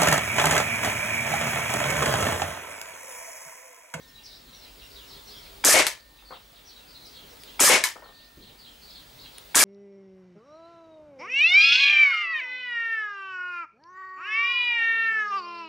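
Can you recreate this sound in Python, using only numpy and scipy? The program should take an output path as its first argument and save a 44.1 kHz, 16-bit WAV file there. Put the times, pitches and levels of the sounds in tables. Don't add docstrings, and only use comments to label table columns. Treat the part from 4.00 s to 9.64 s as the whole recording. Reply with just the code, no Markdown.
import sys
import numpy as np
from scipy import signal
from scipy.io import wavfile
from scipy.ndimage import uniform_filter1d

SR = 44100
rng = np.random.default_rng(int(sys.argv[2]) if len(sys.argv) > 2 else 0)


def put_to_file(sound):
    columns = np.atleast_2d(sound).T
    safe = np.clip(columns, -1, 1)
    whole_steps = np.round(safe * 32767)
    wavfile.write(sys.argv[1], SR, whole_steps.astype(np.int16))


def level_to_linear(level):
    exponent = np.asarray(level, float) / 20
    return 10 ** exponent


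N = 248724

# (time [s], strength [dB])
SHOTS = [
    (1.6483, 0),
    (3.6029, 0),
    (5.5544, 0),
]
# (frequency [Hz], density [dB/Hz])
BOUNCE = [(120, -54.5), (300, -22), (702, -22.5), (926, -8.5), (1270, -11.5), (2130, -2), (2650, -8),
          (6680, -7), (12700, -11), (15300, -21.5), (16500, -48.5)]
# (frequency [Hz], likeness [0-1])
YARD_SAME = [(60, 0.68), (180, 1), (550, 0.84), (1650, 0.47), (4970, 0.6), (15000, 0.92)]
# (frequency [Hz], likeness [0-1])
AIR_SAME = [(60, 1), (180, 0.91), (550, 0.067), (1650, 0.014), (4970, 0.77), (15000, 0.79)]


def evened(x):
    return x / np.sqrt(np.mean(x ** 2) + 1e-20)


def read(points, hz):
    f, value = np.transpose(points)
    return np.interp(np.log(hz + 1), np.log(f + 1), value)


def add(mix, s, sound):
    part = mix[:, round(s * SR):][:, :sound.shape[1]]
    part += sound[:, :part.shape[1]]


def sine(hz, t):
    return np.sin(2 * np.pi * hz * t)


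def panned(pan_db):
    return level_to_linear([[pan_db / 2], [-pan_db / 2]])


def noise(colour, same, count, size, t60=None, patchy_db=0):
    # (frequency [Hz], left over right [dB])
    yard_lean = [(60, 0), (180, -6), (550, 3), (1650, 4), (4970, 0), (15000, 0)]
    frames = count * 4 // size + 5
    hz = np.fft.rfftfreq(size, 1 / SR)
    a, b, c, d, patches = rng.standard_normal((frames, len(hz), 5)).T
    like = np.clip(read(same, hz), -1, 1)[:, None]
    left = a + 1j * b
    right = like * left + np.sqrt(1 - like ** 2) * (c + 1j * d)
    z = np.array([left, right]) * evened(level_to_linear(read(colour, hz)))[:, None] / np.sqrt(size * 4 / 3)
    patches = uniform_filter1d(uniform_filter1d(patches, size=7, axis=0), size=6, axis=1)
    z = z * level_to_linear(patchy_db * evened(patches))
    if t60:
        lean = level_to_linear(np.array([.5, -.5])[:, None, None] * read(yard_lean, hz)[:, None])
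        frame_s = np.arange(frames) * size / 4 / SR
        z = z * lean * level_to_linear(-60 * frame_s / read(t60, hz)[:, None])
    return signal.istft(z, nperseg=size, noverlap=size * 3 // 4)[1][:, :count]


def hit(colour, direct_db, rise_s, t60_s, yard_db, pan_db, modes=()):
    # (frequency [Hz], t60 [s])
    yard_t60 = [(100, 0.12), (250, 0.17), (500, 0.25), (1500, 0.25), (5000, 0.24), (10000, 0.19),
                (14000, 0.16), (16000, 0.066)]
    crackle_db = 2.0
    t = np.arange(SR // 2) / SR
    rise_s = np.clip(rise_s, 1e-4, .01)
    swell = np.clip(t / rise_s, 0, 1)
    burst = noise(colour, [(100, 1), (200, 1)], count=len(t), size=256)[0] * swell ** 2
    burst *= level_to_linear(direct_db - 60 * np.maximum(t - rise_s, 0) / t60_s)
    for hz, db, ring_s in modes:
        phase = hz * rng.normal(1, 0.0066) * t + rng.random()
        burst += swell * level_to_linear(db - 60 * t / ring_s) * np.sin(2 * np.pi * phase)
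    walls = noise(colour, YARD_SAME, count=len(t), size=256, t60=yard_t60, patchy_db=1.5)
    crackle = signal.oaconvolve(rng.standard_normal(len(t)), np.hanning(100), "same")
    walls = walls * evened(level_to_linear(crackle_db * evened(crackle)))
    build_up = 1 - np.exp(-t / (rise_s + 0.00065))
    return burst * panned(pan_db) + level_to_linear(yard_db) * walls * build_up


def open_air():
    # (frequency [Hz], density [dB/Hz])
    air_colour = [(53, -35), (90, -0.5), (208, -4.5), (293, -1.5), (341, -6), (396, -4), (441, -3),
                  (1500, -8.5), (2570, -9.5), (4040, -7), (6070, -15.5), (14000, -20.5), (15300, -14.5)]
    return level_to_linear(-48) * noise(air_colour, AIR_SAME, count=N, size=2048, patchy_db=1.98)


def engines():
    # (frequency [Hz], density [dB/Hz])
    rumble_colour = [(15, -43), (32, -8.5), (42, -4), (52, 1), (65, -11.5), (90, -17.5), (140, -35)]
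    # (time [s], level [dB])
    rumble_db = [
        (0.0, -67.5),
        (1.51, -66),
        (2.28, -65.5),
        (2.5, -71),
        (2.7, -70),
        (3.66, -68.5),
        (4.7, -68),
        (4.84, -63),
        (4.96, -65.5),
        (5.64, -74),
    ]
    swell = level_to_linear(np.interp(np.arange(N) / SR, *np.reshape(rumble_db, (-1, 2)).T) + 12.5)
    return swell * noise(rumble_colour, AIR_SAME, count=N, size=8192)


def electronic_whine():
    whine_hz, whine_db = 15625, -61
    field_hz, gap_at_s, gap_share, gap_depth = 50, .007, 0.133, .9
    t = np.arange(N) / SR
    field = ((t - gap_at_s) * field_hz + .5) % 1 - .5
    gaps = 1 - gap_depth * np.exp(-(field / gap_share) ** 2)
    return np.sqrt(2) * level_to_linear(whine_db) * sine(whine_hz, t) * gaps


def call(length_s, first_hz, glide, warble_hz):
    u = np.arange(round(length_s * SR)) / (length_s * SR)
    warbles_per_s, start = 52 * rng.uniform(.8, 1.6), rng.random()
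    shake = np.sin(2 * np.pi * (warbles_per_s * length_s * u + start)) * rng.uniform(.8, 1)
    rasp = evened(uniform_filter1d(rng.standard_normal((2, len(u))), size=120, axis=1))
    hz = first_hz * (1 + (glide - 1) * u) + warble_hz * (shake + 0.5 * rasp[0])
    tone = np.sqrt(2) * np.sin(2 * np.pi * np.cumsum(hz) / SR)
    roughness_db = 3.5 * rasp[1] - 1.0
    return tone * signal.windows.tukey(len(u), .6) * level_to_linear(min(warble_hz / 60, 1) * roughness_db)


def birds():
    # (time [s], length [s], first pitch [Hz], level [dB])
    falls = [(0.163, 0.055, 3820, -58), (0.248, 0.0417, 5310, -50), (0.627, 0.069, 3560, -58.5),
             (.79, .05, 3700, -61), (1.421, 0.057, 5000, -65), (0.783, 0.057, 4140, -57),
             (0.942, 0.062, 4330, -54), (1.074, 0.12, 4750, -55.5), (1.415, 0.065, 3540, -60),
             (2.158, 0.053, 4050, -57.5), (2.309, 0.063, 4070, -50), (2.538, 0.062, 4190, -55.5),
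             (2.661, 0.062, 5380, -57), (2.684, 0.056, 4470, -57), (2.747, 0.067, 3560, -63),
             (3.04, 0.071, 5780, -56.5), (3.113, 0.094, 4340, -53), (3.433, 0.088, 4290, -56),
             (4.022, 0.1, 4220, -56.5), (4.116, 0.11, 4710, -54), (4.38, 0.16, 4200, -56),
             (4.6, 0.091, 4360, -52.5), (4.929, 0.085, 4440, -52.5), (5.206, 0.085, 4180, -55.5),
             (5.319, 0.085, 4395, -59)]
    # (time [s], length [s], first pitch [Hz], level [dB])
    sags = [(0.018, 0.035, 3832, -57), (0.072, 0.048, 3250, -62.5), (0.277, 0.075, 4040, -52.5),
            (0.578, 0.089, 5400, -62.5), (0.603, 0.059, 4240, -54.5), (1.058, 0.075, 5466, -63),
            (1.236, 0.077, 5840, -62.5), (1.288, 0.11, 3540, -55.5), (1.349, 0.055, 5660, -60),
            (1.978, 0.039, 4750, -56), (2.235, 0.084, 4690, -54.5), (2.64, 0.074, 5900, -58.5),
            (2.673, 0.048, 4637, -57), (2.742, 0.055, 4000, -55), (2.866, 0.057, 4950, -55.5),
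            (2.93, 0.059, 4150, -54), (3.029, .03, 4150, -52), (3.169, 0.11, 3220, -61.5),
            (3.28, .072, 5740, -68), (3.389, 0.063, 5180, -60.5), (4.579, 0.042, 4780, -52),
            (4.807, 0.068, 4730, -53.5)]
    # (time [s], length [s], first pitch [Hz], level [dB])
    climbs = [(0.222, 0.051, 5070, -53.5), (0.299, 0.089, 4630, -57), (0.508, 0.067, 3520, -57),
              (0.882, 0.086, 4450, -61.5), (1.255, 0.094, 4310, -55), (1.368, 0.12, 4060, -59),
              (3.003, 0.028, 3720, -53), (3.48, 0.038, 4530, -67), (3.536, 0.023, 3120, -54.5),
              (4.199, 0.07, 3900, -53), (4.864, .086, 4080, -53), (5.181, 0.051, 4210, -53)]
    # (time [s], pitch [Hz], level [dB])
    whistle_rows = [(0, 6000, -65.5), (.066, 5400, -61), (0.138, 3970, -52), (.45, 4140, -57.5),
                    (.53, 5826, -57), (.65, 4900, -70), (0.759, 4800, -65.5), (.815, 5550, -63),
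                    (0.818, 2820, -61.5), (.97, 3640, -65), (.997, 3000, -57.5), (.985, 3640, -66),
                    (.67, 5240, -72), (1.3, 4800, -65), (1.44, 3420, -60), (1.097, 4120, -60),
                    (1.155, 3630, -59), (1.34, 3350, -60), (2.177, 3610, -59), (2.29, 4540, -57),
                    (2.34, 3785, -58), (2.56, 3600, -64), (2.789, 2780, -64), (3.14, 3780, -60.5),
                    (2.931, 4180, -56), (3.462, 3140, -57), (4.435, 3250, -60), (4.5, 3700, -65),
                    (4.651, 3270, -54), (4.723, 3070, -60), (4.888, 3480, -55), (5.241, 3370, -59)]
    # (time [s], length [s], first pitch [Hz], level [dB])
    coos = [
        (.74, .1, 378, -67),
        (.9, .07, 398, -63),
        (1.03, .15, 403, -65),
        (1.25, .07, 405, -65),
        (1.47, .14, 395, -66),
    ]
    # (last over first pitch [ratio], warble [Hz])
    fall_motion = (.73, 485)
    sag_motion = (.93, 204)
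    climb_motion = (1.17, 473)
    level_motion = (0.97, 64)
    coo_motion = (1, 6.9)
    whistle_s = 0.046
    whistles = [(s, whistle_s, hz, db) for s, hz, db in whistle_rows]
    kinds = ((fall_motion, falls), (sag_motion, sags), (climb_motion, climbs),
             (level_motion, whistles), (coo_motion, coos))
    out = np.zeros((1, N))
    for motion, rows in kinds:
        for s, length_s, hz, db in rows:
            add(out, s, level_to_linear(db) * call(length_s, hz, *motion)[None])
    count, tail_t60_s = SR // 3, 0.27
    tail = noise([(100, 0), (200, 0)], YARD_SAME, count=count, size=256)
    tail = tail * level_to_linear(-60 * np.arange(count) / SR / tail_t60_s)
    echoes = signal.fftconvolve(out, tail / np.linalg.norm(tail[0]), axes=1)[:, :N]
    return level_to_linear(-3) * out + level_to_linear(0.94) * echoes


def trap_ring():
    # (time [s], level [dB])
    ring_rows = [
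        (0, -58.5),
        (1.75, -51),
        (3.698, -44),
    ]
    ring_hz, ring_t60_s = 1818.6, 2.12
    out = np.zeros((2, N))
    t = np.arange(2 * SR)[None] / SR
    for s, db in ring_rows:
        add(out, s, level_to_linear(db - 60 * t / ring_t60_s) * sine(ring_hz, t))
    return out


def pistol():
    # (frequency [Hz], density [dB/Hz])
    hammer_colour = [(180, -54), (450, -35), (870, -11.5), (1400, 10), (2400, 0.5), (4520, -8),
                     (4910, -2.5), (6520, -8), (11000, -8.5), (13000, -29), (16000, -36)]
    blast_colour = [(35, -61), (80, -21.5), (283, -7), (586, -6.5), (796, -7.5), (1690, -5.5), (1990, -8.5),
                    (2970, -10), (4220, -8), (7780, 0.2), (11600, -6), (15000, -15.5), (16500, -50)]
    slide_colour = [(59, -51.5), (100, -59), (1220, -0.5), (1380, -32), (1710, 1), (3780, -7.5),
                    (4880, -1.5), (9880, 1.5), (14200, -5.5), (15500, -16), (16500, -56)]
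    trap_colour = [(59, -65), (130, -34), (250, 0.5), (486, 6.5), (1330, 0.5), (2170, 9), (4390, -1.5),
                   (6730, -30), (10300, -46), (13600, -40), (14500, -31.5), (16500, -121)]
    # (direct [dB], rise [s], t60 [s], yard [dB], left-right [dB])
    hammer_fall = (-8.5, 0.45, 0.15, -28.5, 5)
    # (time after blast [s], direct [dB], rise [s], t60 [s], yard [dB], left-right [dB])
    gas = [
        (0, 36.6, 0.000088, 0.00065, 28.7, 2),
        (.0018, 32, 0.00082, 0.0032, 22.1, 1.3),
    ]
    slide_stop = (.0455, 23, 0.00023, 0.036, 18.9, 1.27)
    trap_hit = (.094, 4.2, 0.0014, 0.13, 4.1, 9.1)
    # (frequency [Hz], level [dB], t60 [s])
    hammer_modes = [(896, -23, 0.04), (2258, -20.5, 0.029), (3305, -26.5, 0.036)]
    muzzle_modes = [(7000, 33, .005), (9100, 32, .005)]
    slide_modes = [(1715, 4, 0.12), (2310, 7.5, 0.084), (5070, 12, 0.085), (6080, -7, 0.14),
                   (6550, 5, 0.11), (7230, -12.5, 0.11)]
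    trap_modes = [(524, -5, 0.12), (626, -18.5, 0.28), (763, -11.5, 0.14), (870, -8.5, 0.15),
                  (1954, -16, 0.074), (2190, -4, 0.18)]
    # (level [dB], frequency [Hz], t60 [s])
    gas_push = (15, 277.5, 0.066)
    landing_db = [1.3, 0, 0.1]
    hammer_lead_s = .0106
    out = np.zeros((2, N))
    push_db, push_hz, push_t60_s = gas_push
    t = np.arange(SR // 5)[None] / SR
    for (s, db), trap_db in zip(SHOTS, landing_db):
        add(out, s - hammer_lead_s, hit(hammer_colour, *hammer_fall))
        for hz, ring_db, t60_s in hammer_modes:
            ring = np.minimum(t / 0.0035, 1) ** 2 * level_to_linear(ring_db - 60 * t / t60_s) * sine(hz, t)
            add(out, s - hammer_lead_s, ring)
        for after_s, *part in gas:
            add(out, s + after_s, level_to_linear(db) * hit(blast_colour, *part, modes=muzzle_modes))
        add(out, s, np.minimum(t / 0.008, 1) * level_to_linear(push_db - 60 * t / push_t60_s) * sine(push_hz, t))
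        add(out, s + slide_stop[0], level_to_linear(db) * hit(slide_colour, *slide_stop[1:], modes=slide_modes))
        add(out, s + trap_hit[0], level_to_linear(trap_db) * hit(trap_colour, *trap_hit[1:], modes=trap_modes))
    return out


def fading_shot_db(s):
    since_s = min(s - shot for shot, _ in SHOTS if shot < s)
    return 25 - 218.5 * since_s


def cracks():
    # (time [s], level over the fading shot [dB])
    crack_rows = [(1.6505, 1), (1.747, 7), (1.765, 5), (1.8672, 18.5), (3.605, 11), (3.61, 12), (3.616, 4),
                  (3.6246, 10), (3.6497, 3), (3.7022, 2), (3.749, 6), (3.8385, 21), (5.607, 4), (5.626, 5)]
    # (rise [s], t60 [s], left-right [dB])
    crack_shape = (0.00025, 0.0078, 2.6)
    out = np.zeros((2, N))
    t = np.arange(1024) / SR
    rise_s, t60_s, pan_db = crack_shape
    for s, db in crack_rows:
        snap = noise(BOUNCE, [(100, 1), (200, 0.86)], count=len(t), size=256) * np.minimum(t / rise_s, 1)
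        add(out, s, snap * level_to_linear(fading_shot_db(s) + db - 60 * t / t60_s) * panned(pan_db))
    return out


def rattles():
    # (time [s], frequency [Hz], level over the fading shot [dB])
    rattle_rows = [(1.651, 390, -5.5), (1.658, 400, -13), (1.674, 1710, -2.5), (1.686, 590, -5),
                   (1.703, 1767, 1), (1.711, 1820, 4), (1.721, 1730, -1), (1.742, 626, 7),
                   (1.752, 2020, -7), (1.752, 258, -4), (1.764, 734, 5), (1.768, 2200, -5),
                   (1.778, 2200, 1), (1.793, 810, -6), (1.803, 2130, -15), (1.8665, 2200, 6),
                   (1.8665, 1660, 0), (1.87, 990, 2), (1.915, 2100, 6), (3.8375, 1720, 15.5),
                   (3.8375, 2200, 16), (3.838, 3140, 7), (3.841, 984, 10.5), (3.852, 1010, 8),
                   (3.876, 990, 11), (3.88, 1800, 13), (3.915, 1790, 14), (3.604, 1115, -3),
                   (3.606, 6550, -2), (3.607, 270, -9.5), (3.621, 6130, 0), (3.649, 4980, 4.5),
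                   (3.612, 477, -6), (3.614, 7900, 3), (3.628, 1670, -8), (3.633, 8000, -8),
                   (3.639, 1730, -14), (3.642, 555, -4.5), (3.653, 1690, -3), (3.674, 1220, -2),
                   (3.676, 1805, 1), (3.689, 1100, -8), (3.697, 470, -2.5), (3.700, 1900, -6),
                   (3.712, 2110, -8), (3.723, 2190, 1), (3.731, 2190, -1), (3.746, 2240, 5.5),
                   (3.747, 2590, 0), (3.603, 593, -3), (3.852, 3080, 8), (3.87, 3040, 12),
                   (3.984, 1000, 11), (3.755, 2200, -5), (3.764, 2190, -4), (5.560, 1160, -2),
                   (5.578, 1656, 0), (5.604, 2310, 4), (5.610, 2160, -1), (5.622, 1670, 1),
                   (5.626, 1200, -3)]
    rise_s, t60_s, pan_db = 0.0022, 0.03, 3
    out = np.zeros((2, N))
    t = np.arange(SR // 10)[None] / SR
    for s, hz, db in rattle_rows:
        shape = np.minimum(t / rise_s, 1) * level_to_linear(fading_shot_db(s) + db - 60 * t / t60_s)
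        add(out, s, shape * sine(hz, t) * panned(pan_db))
    return out


def under_blow(modes, blow_db):
    return [(hz, blow_db + under_db, ring_s) for hz, under_db, ring_s in modes]


def pellet_bounces():
    # (time [s], direct [dB], rise [s], t60 [s])
    bounce_rows = [
        (1.866, -7.5, 0.0011, 0.035),
        (3.8372, -3.5, 0.0026, 0.0093),
    ]
    # (frequency [Hz], level under the blow [dB], t60 [s])
    bounce_modes = [(927, -27, 0.21), (1020, -30.5, 0.21), (1734, -22.5, 0.23), (1974, -26, 0.19),
                    (2200, -21, 0.18), (3080, -32, 0.25), (4030, -21.5, .1), (4900, -40, 0.24)]
    yard_under_db, pan_db = -6.5, 7
    out = np.zeros((2, N))
    for s, db, rise_s, t60_s in bounce_rows:
        modes = under_blow(bounce_modes, db)
        add(out, s, hit(BOUNCE, db, rise_s, t60_s, db + yard_under_db, pan_db, modes))
    return out


def knocks(colour, shape, rows, modes=()):
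    out = np.zeros((2, N))
    rise_s, t60_s, pan_db = shape
    for s, db, yard_db in rows:
        add(out, s, hit(colour, db, rise_s, t60_s, yard_db, pan_db, under_blow(modes, db)))
    return out


def thuds():
    # (frequency [Hz], density [dB/Hz])
    thud_colour = [(120, -46), (250, -8), (450, 4.5), (800, 5), (1150, 6.5), (1700, -4), (2300, -12),
                   (3000, -25), (5000, -41)]
    # (time [s], direct [dB], yard [dB])
    thud_rows = [
        (2.22, -56, -47.5),
        (2.304, -36.5, -31.5),
        (2.319, -39, -36),
        (2.342, -53, -45),
        (3.955, -37, -34.5),
        (4.018, -37.5, -38),
        (4.051, -49, -40.5),
        (4.089, -47, -45),
    ]
    dull_rows = [
        (4.365, -42.5, -51),
        (4.419, -58, -61),
        (4.5, -53, -64),
    ]
    # (rise [s], t60 [s], left-right [dB])
    thud_shape = (0.0057, 0.091, 5.8)
    dull_shape = (0.012, 0.65, 0.092)
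    # (frequency [Hz], level under the blow [dB], t60 [s])
    thud_modes = [(513.4, -4.5, 0.11), (743, -21, 0.21), (930, -12, 0.09), (1240, -18, 0.089),
                  (2180, -11, .05)]
    dull_colour = [(hz * 0.26, db) for hz, db in thud_colour]
    return knocks(thud_colour, thud_shape, thud_rows, thud_modes) + knocks(dull_colour, dull_shape, dull_rows)


def trigger_ticks():
    # (frequency [Hz], density [dB/Hz])
    tick_colour = [(800, -24), (2500, -9), (4500, -2), (6800, -16), (9800, 0), (11300, -10), (12500, -22),
                   (16000, -36)]
    # (rise [s], t60 [s], left-right [dB])
    tick_shape = (.0004, .007, 0)
    # (time [s], direct [dB], yard [dB])
    tick_rows = [
        (3.068, -42, -62),
        (3.4355, -35, -57),
        (5.3828, -30, -54),
    ]
    return knocks(tick_colour, tick_shape, tick_rows)


def scene():
    background = open_air() + engines() + electronic_whine() + birds() + trap_ring()
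    shots = pistol() + cracks() + rattles()
    return background + shots + pellet_bounces() + thuds() + trigger_ticks()


def held(db, fall_db_per_s):
    fall = np.arange(N) * fall_db_per_s / SR
    return np.maximum.accumulate(db + fall) - fall


def starved(x, share_db):
    quiet_db = -36
    hz, _, z = signal.stft(x, SR, nperseg=1024)
    power = (abs(z) ** 2).sum(0)
    whole = power.sum(0)
    band = np.repeat(power[:512].reshape(32, 16, -1).sum(1), 16, axis=0)
    hz = hz[:512, None]
    keep = (band > whole * level_to_linear(2 * share_db)) | (hz < 12500) | (whole < level_to_linear(2 * quiet_db))
    z[:, :512] *= keep * ((hz < 15760) | (band > level_to_linear(-100)))
    return signal.istft(z, SR, nperseg=1024)[1][:, :N]


def top_cut(x):
    return signal.sosfilt(signal.butter(12, 16810, fs=SR, output="sos"), x)


def record(dry):
    mid, side = (dry[0] + dry[1]) / 2, (dry[0] - dry[1]) / 2
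    side = signal.sosfiltfilt(signal.butter(2, 9000, fs=SR, output="sos"), side)
    wet = np.array([mid + side, mid - side])
    power_db = 10 * np.log10(abs(uniform_filter1d((wet ** 2).mean(0), size=200)) + 1e-12)
    over_db = np.maximum(held(power_db + 10.5, fall_db_per_s=756), 0)
    look = 95
    ahead_db = np.maximum(over_db, np.r_[over_db[look:], np.zeros(look)] * .4)
    slow_db = np.clip(power_db + 20.5, 0, 8.5)
    slow_db[0] = 5.5
    slow_db = np.maximum(held(slow_db, fall_db_per_s=5.0), 0)
    ducked = wet / level_to_linear(uniform_filter1d(ahead_db, size=40) + slow_db)
    mix = starved(np.clip(ducked * level_to_linear(4.2), -.99, .99), share_db=-33)
    return top_cut(mix)


dry = scene()
out = record(dry)
put_to_file(out)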